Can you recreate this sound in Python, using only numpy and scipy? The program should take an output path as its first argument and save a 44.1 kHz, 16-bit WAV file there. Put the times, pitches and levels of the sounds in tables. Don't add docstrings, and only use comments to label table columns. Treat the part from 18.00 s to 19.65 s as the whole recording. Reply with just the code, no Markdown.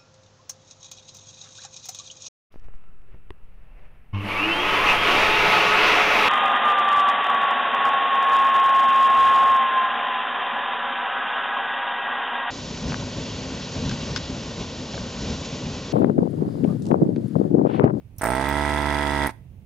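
import sys
import numpy as np
from scipy import signal
from scipy.fft import rfft, irfft
from scipy.io import wavfile
from scipy.ndimage import uniform_filter1d

SR = 44100
rng = np.random.default_rng(int(sys.argv[2]) if len(sys.argv) > 2 else 0)


def decibels_to_gain(level_db):
    exponent = np.asarray(level_db, float) / 20
    return 10 ** exponent


def transcribe(u):
    v = np.clip(np.atleast_2d(u).T, -1, 1)
    q = np.round(v * 32767).astype(np.int16)
    wavfile.write(sys.argv[1], SR, q)


N = 72765

FIRST_POP_S, STOP_S = 0.21222, 1.305
MAX_TURNS = 90
INTAKE_TURN = 0.43
LOW_PAN_DB = -7.5


def level(x, db):
    return x * decibels_to_gain(db) / np.sqrt(np.mean(x ** 2))


def pan(x, db):
    return x * decibels_to_gain(np.array([[db / 2], [-db / 2]]))


def ring(x, hz, t60):
    pole = np.exp(2j * np.pi * hz / SR - np.log(1000) / (t60 * SR))
    return signal.lfilter([1], [1, -pole], x)


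def band(x, hz, width_hz):
    edges = [max(hz - width_hz / 2, 50), min(hz + width_hz / 2, 0.45 * SR)]
    return signal.sosfilt(signal.butter(2, edges, "band", fs=SR, output="sos"), x)


def coloured(points, alike_hz):
    f = np.arange(N // 2 + 1) * SR / N + 1
    hz, db = np.array(points).T
    gain = decibels_to_gain(np.interp(np.log(f), np.log(hz), db, left=-60, right=-80))
    mid, side = rfft(rng.standard_normal((2, N)))
    side = side * np.array([[1], [-1]]) / np.sqrt(1 + (alike_hz / f) ** 2)
    return level(irfft(gain * (mid + side), N), 0)


def hits(turns, offset, gain):
    k = np.arange(len(gain))
    at = np.interp(k + offset, turns, np.arange(N), right=N - 2)
    i = at.astype(int)
    gain = gain * (at < STOP_S * SR)
    out = np.zeros(N)
    np.add.at(out, i, gain * (1 - at + i))
    np.add.at(out, i + 1, gain * (at - i))
    return out


def pulse(clicks, width_s):
    s = np.arange(-90, 91) / SR
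    return np.convolve(clicks, np.exp(-0.5 * (s / width_s) ** 2), "same")


def sizes(scatter_db):
    return decibels_to_gain(scatter_db * rng.standard_normal(MAX_TURNS))


def per_turn(values, turns):
    return values[np.clip(turns, 0, MAX_TURNS - 1).astype(int)]


def cage():
    return np.cos(2 * np.pi * 0.338 * (np.arange(MAX_TURNS) - 41))


# (frequency [Hz], density [dB per Hz])
RUMBLE_SPECTRUM = [(25, -10), (119, -3.5), (190, -15), (300, -25.5), (620, -35), (1400, -50.5),
                   (2600, -45.5), (4500, -62)]


def rumble():
    room = coloured(RUMBLE_SPECTRUM, 810)
    bass = signal.sosfiltfilt(signal.butter(1, 1200, fs=SR, output="sos"), room)
    hiss = decibels_to_gain(-73) * rng.standard_normal((2, N))
    return level(pan(bass, -8.5) + room - bass, -44) + hiss


def reverberate(dry):
    t60_s, first_reflection_s, wet_db = 0.33, 0.004, -20
    u = np.arange(SR // 2) / SR
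    tail = rng.standard_normal((2, len(u))) * decibels_to_gain(-60 * u / t60_s) * (u > first_reflection_s)
    tail = tail / np.sqrt((tail ** 2).sum(1, keepdims=True))
    return decibels_to_gain(wet_db) * signal.fftconvolve(dry, tail, axes=1)[:, :N]


# (time [s], level [dB], centre [Hz], width [Hz], t60 [s])
TICK_BURSTS = [(0.1624, -63, 9500, 3020, 0.06), (0.1828, -36.5, 11900, 5540, .05),
               (0.184, -48.5, 5780, 900, 0.086), (0.2177, -21, 8500, 900, 0.016),
               (0.193, -47.5, 1500, 2630, .1), (0.2374, -28, 11000, 8690, .02),
               (.3504, -40, 11000, 8000, 0.027), (0.488, -36.5, 14500, 3030, 0.044),
               (1.2692, -28.5, 10500, 3520, 0.025), (1.2688, -43, 13500, 4500, .04),
               (1.2995, -68, 3000, 4040, .03)]


def ticks(t):
    out = 0
    for s, db, hz, width_hz, t60 in TICK_BURSTS:
        noise = rng.standard_normal((3, N))
        burst = level(band(noise[:2] + 0.7 * noise[2], hz, width_hz), db)
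        out = out + pan(burst * (t >= s) * decibels_to_gain(-60 * np.abs(t - s) / t60), -3)
    late = np.clip(t - 0.183, 0, None)
    nudge = decibels_to_gain(-30 - 60 * late / 0.051) * np.sin(2 * np.pi * 102 * late)
    return out - pan(nudge, LOW_PAN_DB)


# (frequency [Hz], density [dB per Hz])
AIR_SPECTRUM = [(500, -4), (1200, -0.5), (2100, 0.5), (2800, -10.5), (5000, -15.5), (7400, -18.5),
                (10000, -19.5), (16500, -35)]


def air(turns, force, rush):
    puff_turns, leak = 0.27, 0.12
    out_size = per_turn(sizes(1.2), turns)
    in_size = per_turn(sizes(1.2) * decibels_to_gain(8.5 * cage()), turns)
    puff = leak + out_size * np.exp(-(turns % 1) / puff_turns)
    puff = puff + 0.27 * in_size * np.exp(-((turns - INTAKE_TURN) % 1) / puff_turns)
    puff = uniform_filter1d(puff, size=30)
    noise = rng.standard_normal((2, N))
    whistle = level(band(noise + 0.4 * noise[0], 8680, 750), -47) * decibels_to_gain(12 * rush)
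    hiss = coloured(AIR_SPECTRUM, 3000) * decibels_to_gain(-31 - 3.5 * rush)
    return pan((hiss + whistle) * puff * force, -2.5)


def spit(turns, force, rush):
    gate = np.exp(-((turns - 0.36) % 1) / 0.18) * rush ** 4.2 * force
    gate = uniform_filter1d(gate * per_turn(sizes(1.5), turns), size=40)
    noise = rng.standard_normal((3, N))
    spray = band(noise[:2] + 0.6 * noise[2], 11000, 9000) + band(noise[:2], 5800, 1200)
    knock = sum(band(noise[2], hz, 250) for hz in (680, 900, 1320, 1800))
    return pan(level(spray, -30) * gate, -5) + pan(level(knock, -20.5) * gate, -1.5)


# (frequency [Hz], t60 [s], level [dB], left minus right [dB])
INTAKE_MODES = [(340, 0.017, -38, -12), (909.6, 0.11, -7.5, -6.5), (1990, 0.014, 3.5, -2.5),
                (2740, 0.016, -14, -0.5), (3380, 0.012, -10, -22), (3890, 0.036, -25.5, 12),
                (4900, 0.0098, -14, -13), (8380, 0.0034, -12.5, -19)]


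def intake(turns, force, rush):
    load = cage()
    slap = hits(turns, INTAKE_TURN - 0.0072 * load, decibels_to_gain(2 * load) * sizes(1.0))
    slap = slap * force * decibels_to_gain(-7.5 * rush)
    slap = slap * np.clip(np.gradient(turns) * SR / 71, 0, 1) ** 6
    rattle_s = 0.006
    rattle = signal.lfilter([1], [1, -np.exp(-1 / (rattle_s * SR))], slap)
    out = 0
    for hz, t60, db, pan_db in INTAKE_MODES:
        a, b = rng.standard_normal((2, N)) * hz / 3000
        centre = pan(ring(slap + 0.057 * rattle * a, hz, t60).imag, pan_db)
        spread = ring(0.045 * rattle * b, hz, t60).imag * np.array([[1], [-1]])
        out = out + decibels_to_gain(db) * (centre + spread)
    return decibels_to_gain(-26) * signal.lfilter(*signal.butter(1, 5000, fs=SR), out)


def diaphragm(turns, force, rush):
    saw = np.sqrt(12) * (turns % 1 - 0.5)
    pressure = decibels_to_gain(-42 + 2 * rush) * signal.lfilter(*signal.butter(1, 500, fs=SR), saw)
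    speed = np.gradient(turns) * SR / 76.8
    shake = decibels_to_gain(-30.5) * speed ** 10.6 * np.sin(2 * np.pi * turns)
    shake = shake + decibels_to_gain(-45) * np.sin(4 * np.pi * turns)
    suck = decibels_to_gain(-23.5) * pulse(hits(turns, 0.352, sizes(0.5)), 0.000092)
    thud = decibels_to_gain(-30.5) * pulse(hits(turns, 0.594, cage()), 0.00024)
    return pan((pressure - np.sqrt(2) * (shake - thud) - suck) * force, LOW_PAN_DB)


# (frequency [Hz], t60 [s], level [dB], extra level while air rushes [dB], left minus right [dB])
HOUSING_MODES = [(467.6, 0.068, -25, -2, -23), (660.2, 0.091, -13.5, 17.5, -9.5),
                 (817, 0.093, -22.5, 18, -1), (876, 0.032, -3.5, 4, -16.5), (951, 0.015, -1.5, -11, -14),
                 (1027, 0.053, -6.5, -9.5, -2.5), (1320, 0.03, -4.5, 7.5, -8.5), (1605, 0.011, 6.5, -1, -6),
                 (1924, 0.031, 4.5, -3.5, -3.5)]
# (frequency [Hz], width [Hz])
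ANTIRESONANCES = [(580, 73), (735, 21), (1170, 60)]


def exhaust(turns, force, rush):
    width_s = 0.00012
    area = width_s * SR * np.sqrt(2 * np.pi)

    def pop(turn, scatter_db):
        return pulse(hits(turns, turn, sizes(scatter_db)) * force, width_s)

    bounce = pop(0.2192, 0.7) * decibels_to_gain(-16.5 * rush)
    direct = decibels_to_gain(-14) * (pop(0, 0.5) + decibels_to_gain(7) * bounce)
    chamber = decibels_to_gain(1) * ring(pop(0, 0.5) / area * decibels_to_gain(1 * rush), 273, 0.019).imag
    out = pan(direct - chamber, LOW_PAN_DB)
    for hz, t60, db, rush_db, pan_db in HOUSING_MODES:
        strike = pop(0, 0.5) + decibels_to_gain(-12.5) * bounce
        mode = ring(strike / area * decibels_to_gain(rush_db * rush), hz, t60).real
        out = out + pan(decibels_to_gain(db) * mode, pan_db)
    for hz, width_hz in ANTIRESONANCES:
        out = signal.lfilter(*signal.iirnotch(hz, hz / width_hz, fs=SR), out)
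    return decibels_to_gain(-24) * out


# (time [s], speed [turns per s])
SHAFT_SPEED = [(0.212, 43.38), (0.25, 55.49), (0.3, 61.87), (0.36, 65.32), (0.44, 68.84), (0.52, 71.3),
               (0.6, 72.65), (0.75, 72.8), (0.9, 72.58), (1.05, 72.0), (1.2, 71.15), (1.262, 71.28),
               (1.275, 64.94), (1.31, 22.19)]


def shaft(t):
    turns = np.cumsum(np.interp(t, *np.array(SHAFT_SPEED).T)) / SR
    return turns - np.interp(FIRST_POP_S, t, turns)


# (time [s], level [dB])
STROKE_LEVEL = [
    (.212, -7.5),
    (.235, 1),
    (.3, 3),
    (.5, 1.5),
    (.8, 1),
    (1.2, 1),
    (1.265, 2),
    (1.293, -4.5),
    (1.31, 2),
]


def stroke(t):
    start = np.clip((t - FIRST_POP_S + 0.002) / 0.001, 0, 1)
    stop = np.clip((STOP_S + 0.015 - t) / 0.02, 0, 1)
    return decibels_to_gain(np.interp(t, *np.array(STROKE_LEVEL).T)) * start * stop


def scene():
    t = np.arange(N) / SR
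    turns, force = shaft(t), stroke(t)
    rush = np.exp(-np.clip(t - 0.25, 0, None) / 0.16)
    dry = ticks(t) + air(turns, force, rush) + spit(turns, force, rush)
    dry = dry + intake(turns, force, rush) + diaphragm(turns, force, rush) + exhaust(turns, force, rush)
    return dry + reverberate(dry) + rumble()


def band_limit(x):
    return signal.sosfilt(signal.butter(12, 16220, fs=SR, output="sos"), x)


def record(dry):
    x = signal.sosfilt(signal.butter(1, 40, "high", fs=SR, output="sos"), dry)
    dip_hz, dip_width_hz = 7590, 570
    x = signal.lfilter(*signal.iirnotch(dip_hz, dip_hz / dip_width_hz, fs=SR), x)
    mix = signal.sosfilt(signal.ellip(10, 0.2, 70, 15750, fs=SR, output="sos"), x)
    return band_limit(mix)


dry = scene()
out = record(dry)
transcribe(out)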